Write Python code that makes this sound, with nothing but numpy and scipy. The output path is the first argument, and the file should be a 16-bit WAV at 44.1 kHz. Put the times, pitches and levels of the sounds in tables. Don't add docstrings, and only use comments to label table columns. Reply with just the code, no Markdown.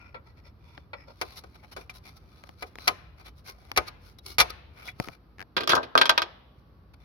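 import sys
import numpy as np
from scipy import signal
from scipy.fft import rfft, irfft
from scipy.io import wavfile
from scipy.ndimage import uniform_filter1d

SR = 44100
rng = np.random.default_rng(int(sys.argv[2]) if len(sys.argv) > 2 else 0)


def inscribe(sig):
    pcm = np.round(np.clip(np.atleast_2d(sig).T, -1, 1) * 32767)
    wavfile.write(sys.argv[1], SR, pcm.astype(np.int16))


N = 310464

# (frequency [Hz], level [dB])
BACKGROUND_COLOUR = [(15, -46), (25, -37), (53, 6), (80, 3.5), (796, -19), (1230, -17.5), (1840, -28),
                     (2220, -29), (3250, -35), (4490, -32), (5880, -41.5), (6920, -72.5), (9070, -60),
                     (11600, -39.5), (16000, -49.5)]
# (frequency [Hz], likeness [0 to 1])
BACKGROUND_LIKENESS = [(60, 0.86), (300, 0.97), (1000, 0.082), (4000, .1)]
# (time [s], boost [dB])
RUMBLE_SWELL = [(0, 6.5), (3.302, 6.5), (4.7, 8), (4.9, 2), (6.499, 1), (7.04, 8.5)]

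# (frequency [Hz], level [dB])
ECHO_COLOUR = [(150, -27), (400, -20), (1200, -22), (3000, -25), (5500, -28), (11000, -32)]
TICK_COLOUR = [(120, 13), (300, 10.5), (700, 8), (1400, 3.5), (2300, 3.5), (3500, -5.5), (5300, -8),
               (8000, -33), (11000, -20.5), (15000, -30)]
SCRAPE_COLOUR = [(150, -11.5), (520, -1), (1000, -2), (1350, 0), (1750, -6.5), (2300, -2.5), (3100, -5.5),
                 (4300, 0.5), (5600, 0), (7000, -17.5), (8300, -23.5), (10300, -6), (15000, -16)]
PANEL_COLOUR = [(130, -6.5), (250, -8), (400, 2), (700, 0.5), (1250, 12), (1750, 3), (2300, -0.5),
                (3200, 0), (4300, 3), (5600, -12.5), (7000, -21.5), (8300, -31.5), (10300, -17.5),
                (15000, -28.5)]
CLIP_COLOUR = [(130, -12.5), (250, -9), (400, -1), (700, 3), (1250, 7), (1750, 0.5), (2300, 1),
               (3200, -3.5), (4300, -1.5), (5600, -4), (7000, -18), (8300, -28), (10300, -9.5),
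               (15000, -25)]
# (frequency [Hz], level [dB])
RADIATION = [(30, -34), (60, -4.5), (130, -7), (300, -4.5), (1300, -1.5), (3000, -3.5)]
# (frequency [Hz], left minus right [dB])
PANEL_BALANCE = [(150, 2.5), (380, -3), (950, 4), (2380, 1.8), (5980, -8), (15000, 5)]
CLIP_BALANCE = [(60, 21), (150, 9.5), (380, 0), (950, 2), (2380, 4.5), (5980, 0.5), (15000, 7.5)]
# (frequency [Hz], ring time [s])
GARAGE_RING = [(150, 0.66), (500, 1.0), (1500, 0.59), (3500, 0.92), (6000, 0.32), (12000, 0.4)]
TICK_RING = [(200, 0.044), (700, 0.049), (2000, 0.0054), (12000, 0.013)]
PANEL_RING = [(200, 0.061), (600, 0.25), (1300, 0.062), (3000, .08), (6000, .062), (12000, 0.041)]
CLIP_RING = [(200, 0.21), (600, 0.14), (1300, 0.069), (3000, 0.04), (6000, 0.015), (12000, 0.018)]
# (frequency [Hz], boost [dB], ring time [s])
CREAK_MODES = [(1690, 9.5, 0.012)]
PANEL_MODES = [(259, 12, 0.28), (345.6, 7, 0.13), (646, 7.5, 0.05), (936, 4.6, 0.047), (1229, 4.7, 0.042),
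               (1569, 12, 0.086), (1870, 1.7, 0.1), (2250, 2.1, 0.079), (2480, 7.8, 0.045),
               (3180, 1.3, .06), (3322, 8.3, 0.014), (4830, 2.1, 0.059), (5400, 7.5, 0.019),
               (5770, 3.7, .04)]
PIPE_MODES = [(547, 14.5, 0.037), (940, 14, 0.035), (1350, 20, 0.058), (1950, 12.5, 0.083),
              (2316, 17.5, 0.017), (3426, 14, 0.07), (4340, 8.5, 0.023), (5230, 9.5, 0.042)]
CLIP_MODES = [(369, 3, 0.044), (740, 7, 0.041), (883, 3.5, 0.12), (1032, 6.5, 0.21), (1245, 8, 0.078),
              (1490, 4.5, 0.029), (2063, 5, .04), (2320, 9, 0.035), (3040, 5.5, 0.14), (3470, 7.5, 0.054),
              (3970, 7, .04), (4400, 3.5, 0.014), (5600, 1.5, 0.032)]
# (frequency [Hz], level [dB], ring time [s])
SHAFT_MODES = [(2060, -3, .035), (2220, -1, .04), (2380, 0, .04)]

# (time [s], force [dB], weight [dB])
TICKS = [(0.778, -13, -2), (2.438, -14.5, -6), (2.492, -16.5, -1), (2.756, -13.5, -4), (2.786, -12.5, -5.5),
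         (3.7164, 0, -16), (5.0, -0.5, 2), (5.075, -22.5, 11.5), (5.086, -8, -2.5)]
# (time [s], level [dB], frequency [Hz], ring time [s])
THUMPS = [(3.778, -29.5, 66.9, 0.098), (4.385, -27, 113.9, 0.047), (4.408, -29.5, 59.7, 0.15),
          (4.999, -27, 135, .035), (5.569, -35, 182, 0.095)]
# (time [s], level [dB], build-up [s])
CLINKS = [(1.895, -28.5, 0.001), (2.626, -29, 0.0022), (3.762, -22.5, 0.0026), (3.775, -18.5, 0.0012),
          (4.383, -10.5, 0.00074), (4.878, -27, 0.005)]
# (time [s], frequency [Hz], ring time [s])
LAST_RING = (6.095, 1125, 5.0)
# (middle time [s], length [s], pressure [dB], bite [dB])
STROKES = [(0.029, 0.099, -52.5, -10), (0.286, 0.041, -61.5, 1), (0.385, 0.029, -57.5, -3.5),
           (0.468, 0.037, -57, -1), (0.719, 0.13, -59, 0), (1.007, 0.053, -52.5, -9),
           (1.096, 0.031, -48.5, -7.5), (1.29, 0.12, -46.5, -3), (1.38, 0.026, -39, 3),
           (1.556, 0.014, -44, -5.5), (1.641, 0.02, -41.5, -13), (1.728, 0.017, -37.5, -6),
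           (1.812, 0.037, -44.5, -5.5), (1.962, 0.03, -46, 2), (2.075, 0.043, -44, -1),
           (2.172, 0.015, -54, 5.5), (2.618, 0.043, -50.5, 1), (2.676, 0.025, -55.5, 2.5),
           (2.846, 0.076, -44.5, -1), (3.205, 0.033, -47.5, -5.5), (3.274, 0.032, -40.5, -6),
           (3.39, 0.033, -57, 1.5), (3.487, 0.037, -38.5, 1), (3.664, 0.21, -55, -4),
           (3.881, 0.019, -34.5, -2), (4.074, 0.074, -53, 0), (4.19, 0.0061, -43.5, 5),
           (4.264, 0.0046, -39, 7.5), (4.301, 0.054, -44.5, 7.5), (4.505, 0.0092, -32, -1.5),
           (4.815, 0.074, -40, -10.5), (4.878, 0.035, -38, 0.5), (5.042, 0.072, -44, -2),
           (5.132, 0.039, -49, -5.5), (6.591, 0.036, -70, -1), (6.942, 0.007, -43.5, -8),
           (7.021, 0.03, -56.5, -6.5)]
# (time [s], force [dB], edge [dB], skid [s])
SHAFT_BOUNCES = [(5.566, 14.5, -2, 0.0044), (5.607, 3.5, 1, 0.0017), (5.634, 0, 1, 0.0021),
                 (5.675, 9, 7, 0.001), (5.693, 14.5, 5.5, 0.0028), (5.701, 14, 5, 0.0047),
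                 (5.717, 13, 2, 0.0045), (5.752, 7.5, 10.5, 0.002), (5.83, -2, -1.5, 0.0045),
                 (5.977, 19, 2.5, 0.0017), (5.996, -1.5, 0, 0.003), (6.0133, 21.5, -1.5, 0.0023),
                 (6.056, 10, 4.5, 0.0012), (6.094, 21.5, 3.5, 0.0021), (6.1775, 17.5, -0.5, 0.0014),
                 (6.219, 10, 1.5, 0.0014)]
# (time [s], force [dB])
HANDLE_KNOCKS = [(5.733, 3), (5.767, -3), (5.779, -6.5), (5.953, 4)]
# (time [s], force [dB], weight [dB], skid [s])
SLIPS = [(0.144, -12.5, 10, 0.0072), (0.933, -7, 5, 0.0042), (1.214, 6.5, 7, 0.003),
         (1.438, -18.5, 18.5, 0.003), (1.7645, -6, 15.5, 0.006), (1.8973, -9, -4, 0.004),
         (2.624, -4, 13.5, 0.0029), (2.874, 10, 6.5, 0.006), (2.8785, 18.5, -3, 0.0016),
         (3.7628, 6, 1.5, 0.0064), (3.7748, 17.5, 4, 0.0022), (4.384, 18, -4, 0.0037),
         (4.393, 12, -1.5, 0.0017), (4.401, 23.5, -5, 0.0037), (4.412, 15.5, -4, 0.0032)]

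PAST_PIPES_S = 1.16
PIPE_EDGE_DB = -14


def amp(db):
    return 10 ** (np.asarray(db) / 20)


def evened(x):
    return x / np.sqrt(np.mean(x ** 2) + 1e-20)


def wobble(size, smooth_samples):
    return evened(uniform_filter1d(rng.standard_normal(size), size=smooth_samples))


def read(points, hz):
    f, value = np.transpose(points)
    return np.interp(np.log(hz + 1), np.log(f + 1), value)


def add(mix, s, sound):
    start = round(s * SR)
    sound = sound[:, max(-start, 0):]
    part = mix[:, max(start, 0):][:, :sound.shape[1]]
    part += sound[:, :part.shape[1]]


def coloured(x, *colours, size=2048):
    hz = abs(np.fft.fftfreq(size, 1 / SR))
    log_gain = np.log(amp(sum(read(colour, hz) for colour in colours)))
    taps = np.fft.ifft(np.exp(np.conj(signal.hilbert(log_gain)))).real
    return signal.fftconvolve(x, taps[None], axes=1)[:, :x.shape[1]]


def placed(x, balance):
    left = coloured(x[[0]], [(hz, db / 2) for hz, db in balance])
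    right = coloured(x[[1]], [(hz, -db / 2) for hz, db in balance])
    return np.vstack([left, right])


def pair(x, likeness, lag_s):
    shared = likeness * np.roll(x[0], round(lag_s * SR))
    return np.array([x[0], shared + np.sqrt(1 - likeness ** 2) * x[1]])


def tone(hz, t60, size=SR):
    t = np.arange(size) / SR
    return amp(-60 * t / t60) * np.sin(2 * np.pi * hz * t)


def dying(noise, ring, skid_s=0., crack=0., crack_s=.001):
    size = noise.shape[1]
    t, hz = np.arange(size) / SR, np.fft.rfftfreq(size, 1 / SR)
    centres = np.geomspace(150, 15000, 13)
    masks = np.array([read(np.c_[centres, row], hz) for row in np.eye(len(centres))])
    power = amp(-60 * t / read(ring, centres)[:, None]) ** 2 * (1 + crack * np.exp(-t / crack_s))
    power = signal.lfilter([1], [1, -np.exp(-1 / (skid_s * SR + 1))], power)
    bands = irfft(rfft(noise) * masks[:, None], size) * np.sqrt(power)[:, None]
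    share, energy = (masks ** 2).mean(1), (bands ** 2).sum(2).mean(1)
    return (bands * np.sqrt(share / energy)[:, None, None]).sum(0)


def ringing(x, modes, spread_db):
    size = x.shape[1]
    delay = np.exp(-2j * np.pi * np.fft.rfftfreq(size))
    spectrum = rfft(x)
    for hz, db, t60 in modes:
        chance = rng.standard_normal() + .5 * rng.standard_normal((2, 1))
        height = amp(abs(db + spread_db * chance))
        pole = amp(-60 / (t60 * SR))
        zero = pole ** height
        turn = 2 * np.cos(2 * np.pi * hz / SR) * delay
        spectrum *= (1 - zero * turn + (zero * delay) ** 2) / (1 - pole * turn + (pole * delay) ** 2)
    return irfft(spectrum, size)


def touch(thud_db, knock_db, edge_db):
    return [(480, thud_db), (850, knock_db), (1500, knock_db), (2200, 0), (4200, 0),
            (6200, 1.3 * edge_db), (10000, edge_db)]


def blows(hits, modes_at, ring, likeness, lag_s, crack, crack_s, snap_db, spread_db, grit_db, size=8192):
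    out, snap = np.zeros((2, N)), np.zeros((2, size))
    snap[0, round(max(-lag_s, 0) * SR)] = snap[1, round(max(lag_s, 0) * SR)] = 1
    for s, force_db, colour, skid_s in hits:
        grit = amp(grit_db * wobble(size, 40))
        noise = pair(rng.standard_normal((2, size)), likeness, lag_s) * grit
        clean = np.exp(-skid_s / .0044)
        body = dying(noise, ring, skid_s, crack, crack_s) + amp(snap_db) * clean * snap
        body = ringing(body, modes_at(s), spread_db)
        add(out, s, amp(force_db) * coloured(body, colour))
    return out


def on_pipes(s):
    return s < PAST_PIPES_S


def touched_modes(s):
    return PIPE_MODES if on_pipes(s) else CLIP_MODES


def background(level_db=-56.5, waver_db=.45):
    hz = np.fft.rfftfreq(N, 1 / SR)
    left, other = rfft(rng.standard_normal((2, N)))
    likeness = read(BACKGROUND_LIKENESS, hz)
    right = likeness * left + np.sqrt(1 - likeness ** 2) * other
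    noise = evened(irfft(np.array([left, right]) * amp(read(BACKGROUND_COLOUR, hz)), N))
    rumble = irfft(rfft(noise) / (1 + (hz / 95) ** 4), N)
    swell = amp(np.interp(np.arange(N) / SR, *np.transpose(RUMBLE_SWELL)))
    return amp(level_db + waver_db * wobble(N, 8000)) * (noise - rumble + swell * rumble)


def garage_echo(x):
    frames = signal.stft(x, nperseg=256)[2]
    smooth = np.sqrt(abs(uniform_filter1d(abs(frames) ** 2, size=5, axis=1)))
    phases = np.exp(2j * np.pi * rng.random(frames.shape))
    scattered = signal.istft(smooth * phases, nperseg=256)[1][:, :N]
    tail = dying(rng.standard_normal((2, 32768)), GARAGE_RING, skid_s=.012)
    tail = coloured(tail, ECHO_COLOUR)
    return signal.fftconvolve(evened(scattered) * x.std(), tail, axes=1)[:, :N]


def ticks(rows, modes=(), size=4096):
    out, snap = np.zeros((2, N)), np.zeros((2, size))
    snap[:, 0] = 1
    for s, force_db, weight_db in rows:
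        knock_db = 1 + .45 * weight_db
        edge_db = 5 + .3 * weight_db + PIPE_EDGE_DB * on_pipes(s)
        body = amp(-5.5) * snap + amp(-1) * dying(rng.standard_normal((2, size)), TICK_RING)
        body = ringing(body, modes, spread_db=0)
        add(out, s, amp(force_db) * coloured(body, touch(weight_db, knock_db, edge_db)))
    return coloured(out, TICK_COLOUR)


def creak(start_s=5.384, slips=5, gap_s=.0105, weight_db=-7):
    progress = np.linspace(-1, 1, slips)
    forces_db = -11.5 - 7 * progress ** 2 + 3.5 * progress
    return ticks([(start_s + k * gap_s, db, weight_db) for k, db in enumerate(forces_db)], CREAK_MODES)


def last_ring():
    out = np.zeros((2, N))
    s, hz, t60 = LAST_RING
    add(out, s, amp([[-67], [-70]]) * tone(hz, t60))
    return out


def thumps():
    out = np.zeros((2, N))
    for s, db, hz, t60 in THUMPS:
        add(out, s, amp(db) * amp([[1], [-1]]) * tone(hz, t60))
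    return out


def clinks():
    out, t = np.zeros((2, N)), np.arange(4096) / SR
    shaft = sum(amp(db) * tone(hz, t60, size=8192) for hz, db, t60 in SHAFT_MODES)
    for s, db, rise_s in CLINKS:
        chatter = rng.standard_normal((2, len(t))) * t * np.exp(-t / rise_s)
        clink = signal.fftconvolve(chatter, shaft[None], axes=1)
        add(out, s, amp(db) * amp([[1.5], [-1.5]]) * clink / abs(clink).max())
    return out


def light_rubs(until_s=2.75, gap_s=.11, length_s=.11, bite_db=-3.2):
    beats = np.arange(PAST_PIPES_S, until_s, gap_s)
    chance = rng.standard_normal((len(beats), 2))
    return [(s + .1 * gap_s * late, length_s, -63.5 - 6.9 * lighter, bite_db)
            for s, (late, lighter) in zip(beats, chance)]


def pressed(modes, detune=.025, ring_share=.81):
    shift = 1 + detune * rng.standard_normal()
    return [(hz * shift, db, t60 * ring_share) for hz, db, t60 in modes]


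def scraping(grain_db=3, catch_db=3, size=16384):
    out, t = np.zeros((2, N)), np.arange(size) / SR
    middle = t[-1] / 2
    for s, length_s, pressure_db, bite_db in STROKES + light_rubs():
        catches = wobble(size, 200)
        strengths = amp(grain_db * np.minimum(rng.exponential(1, size), 5) + catch_db * catches)
        grains = evened(pair(rng.standard_normal((2, size)) * strengths, likeness=.097, lag_s=.00023))
        swell = np.exp(-2 * ((t - middle) / length_s) ** 2)
        stroke = ringing(grains * swell, pressed(touched_modes(s)), spread_db=4.25)
        hiss_db = .5 + bite_db - 4.5 * on_pipes(s)
        rasp = [(2500, 0), (3800, bite_db), (6000, bite_db), (10000, hiss_db)]
        add(out, s - middle, amp(pressure_db) * coloured(stroke, rasp))
    return placed(coloured(out, SCRAPE_COLOUR), CLIP_BALANCE)


def putting_down(settling_db_per_s=15):
    landing_s = SHAFT_BOUNCES[0][0]
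    hits = []
    for s, force_db, edge_db, skid_s in SHAFT_BOUNCES:
        thud_db = 12.5 - .52 * force_db - settling_db_per_s * (s - landing_s)
        hits.append((s, force_db, touch(thud_db, knock_db=-5, edge_db=edge_db), skid_s))
    handle_colour, handle_skid_s = touch(thud_db=22, knock_db=15, edge_db=2.5), .00033
    hits += [(s, force_db, handle_colour, handle_skid_s) for s, force_db in HANDLE_KNOCKS]
    clatter = blows(hits, lambda s: PANEL_MODES, PANEL_RING, likeness=.29, lag_s=-.00036,
                    crack=8.1, crack_s=.00072, snap_db=-6, spread_db=2, grit_db=3)
    return placed(coloured(clatter, PANEL_COLOUR, RADIATION), PANEL_BALANCE)


def prying():
    hits = []
    for s, force_db, weight_db, skid_s in SLIPS:
        knock_db = -5 + .45 * weight_db
        edge_db = 2.5 + PIPE_EDGE_DB * on_pipes(s)
        hits.append((s, force_db, touch(weight_db, knock_db, edge_db), skid_s))
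    snaps = blows(hits, touched_modes, CLIP_RING, likeness=.26, lag_s=.00023,
                  crack=2, crack_s=.005, snap_db=-.5, spread_db=0, grit_db=1.5)
    return placed(coloured(snaps, CLIP_COLOUR, RADIATION), CLIP_BALANCE)


def scene():
    work = prying() + putting_down() + scraping() + thumps() + clinks() + last_ring()
    lean_left = amp([[2], [-2.5]])
    return work + garage_echo(work) + lean_left * (ticks(TICKS) + creak()) + background()


def record(dry, low_cut_hz=47, ceiling=.9, high_cut_hz=16100):
    heard = signal.sosfilt(signal.butter(3, low_cut_hz, "high", fs=SR, output="sos"), dry)
    limited = heard / (1 + (heard / ceiling) ** 6) ** (1 / 6)
    high_cut = signal.firwin(511, high_cut_hz, window=("kaiser", 9), fs=SR)
    return signal.oaconvolve(limited, high_cut[None], "same")


dry = scene()
out = record(dry)
inscribe(out)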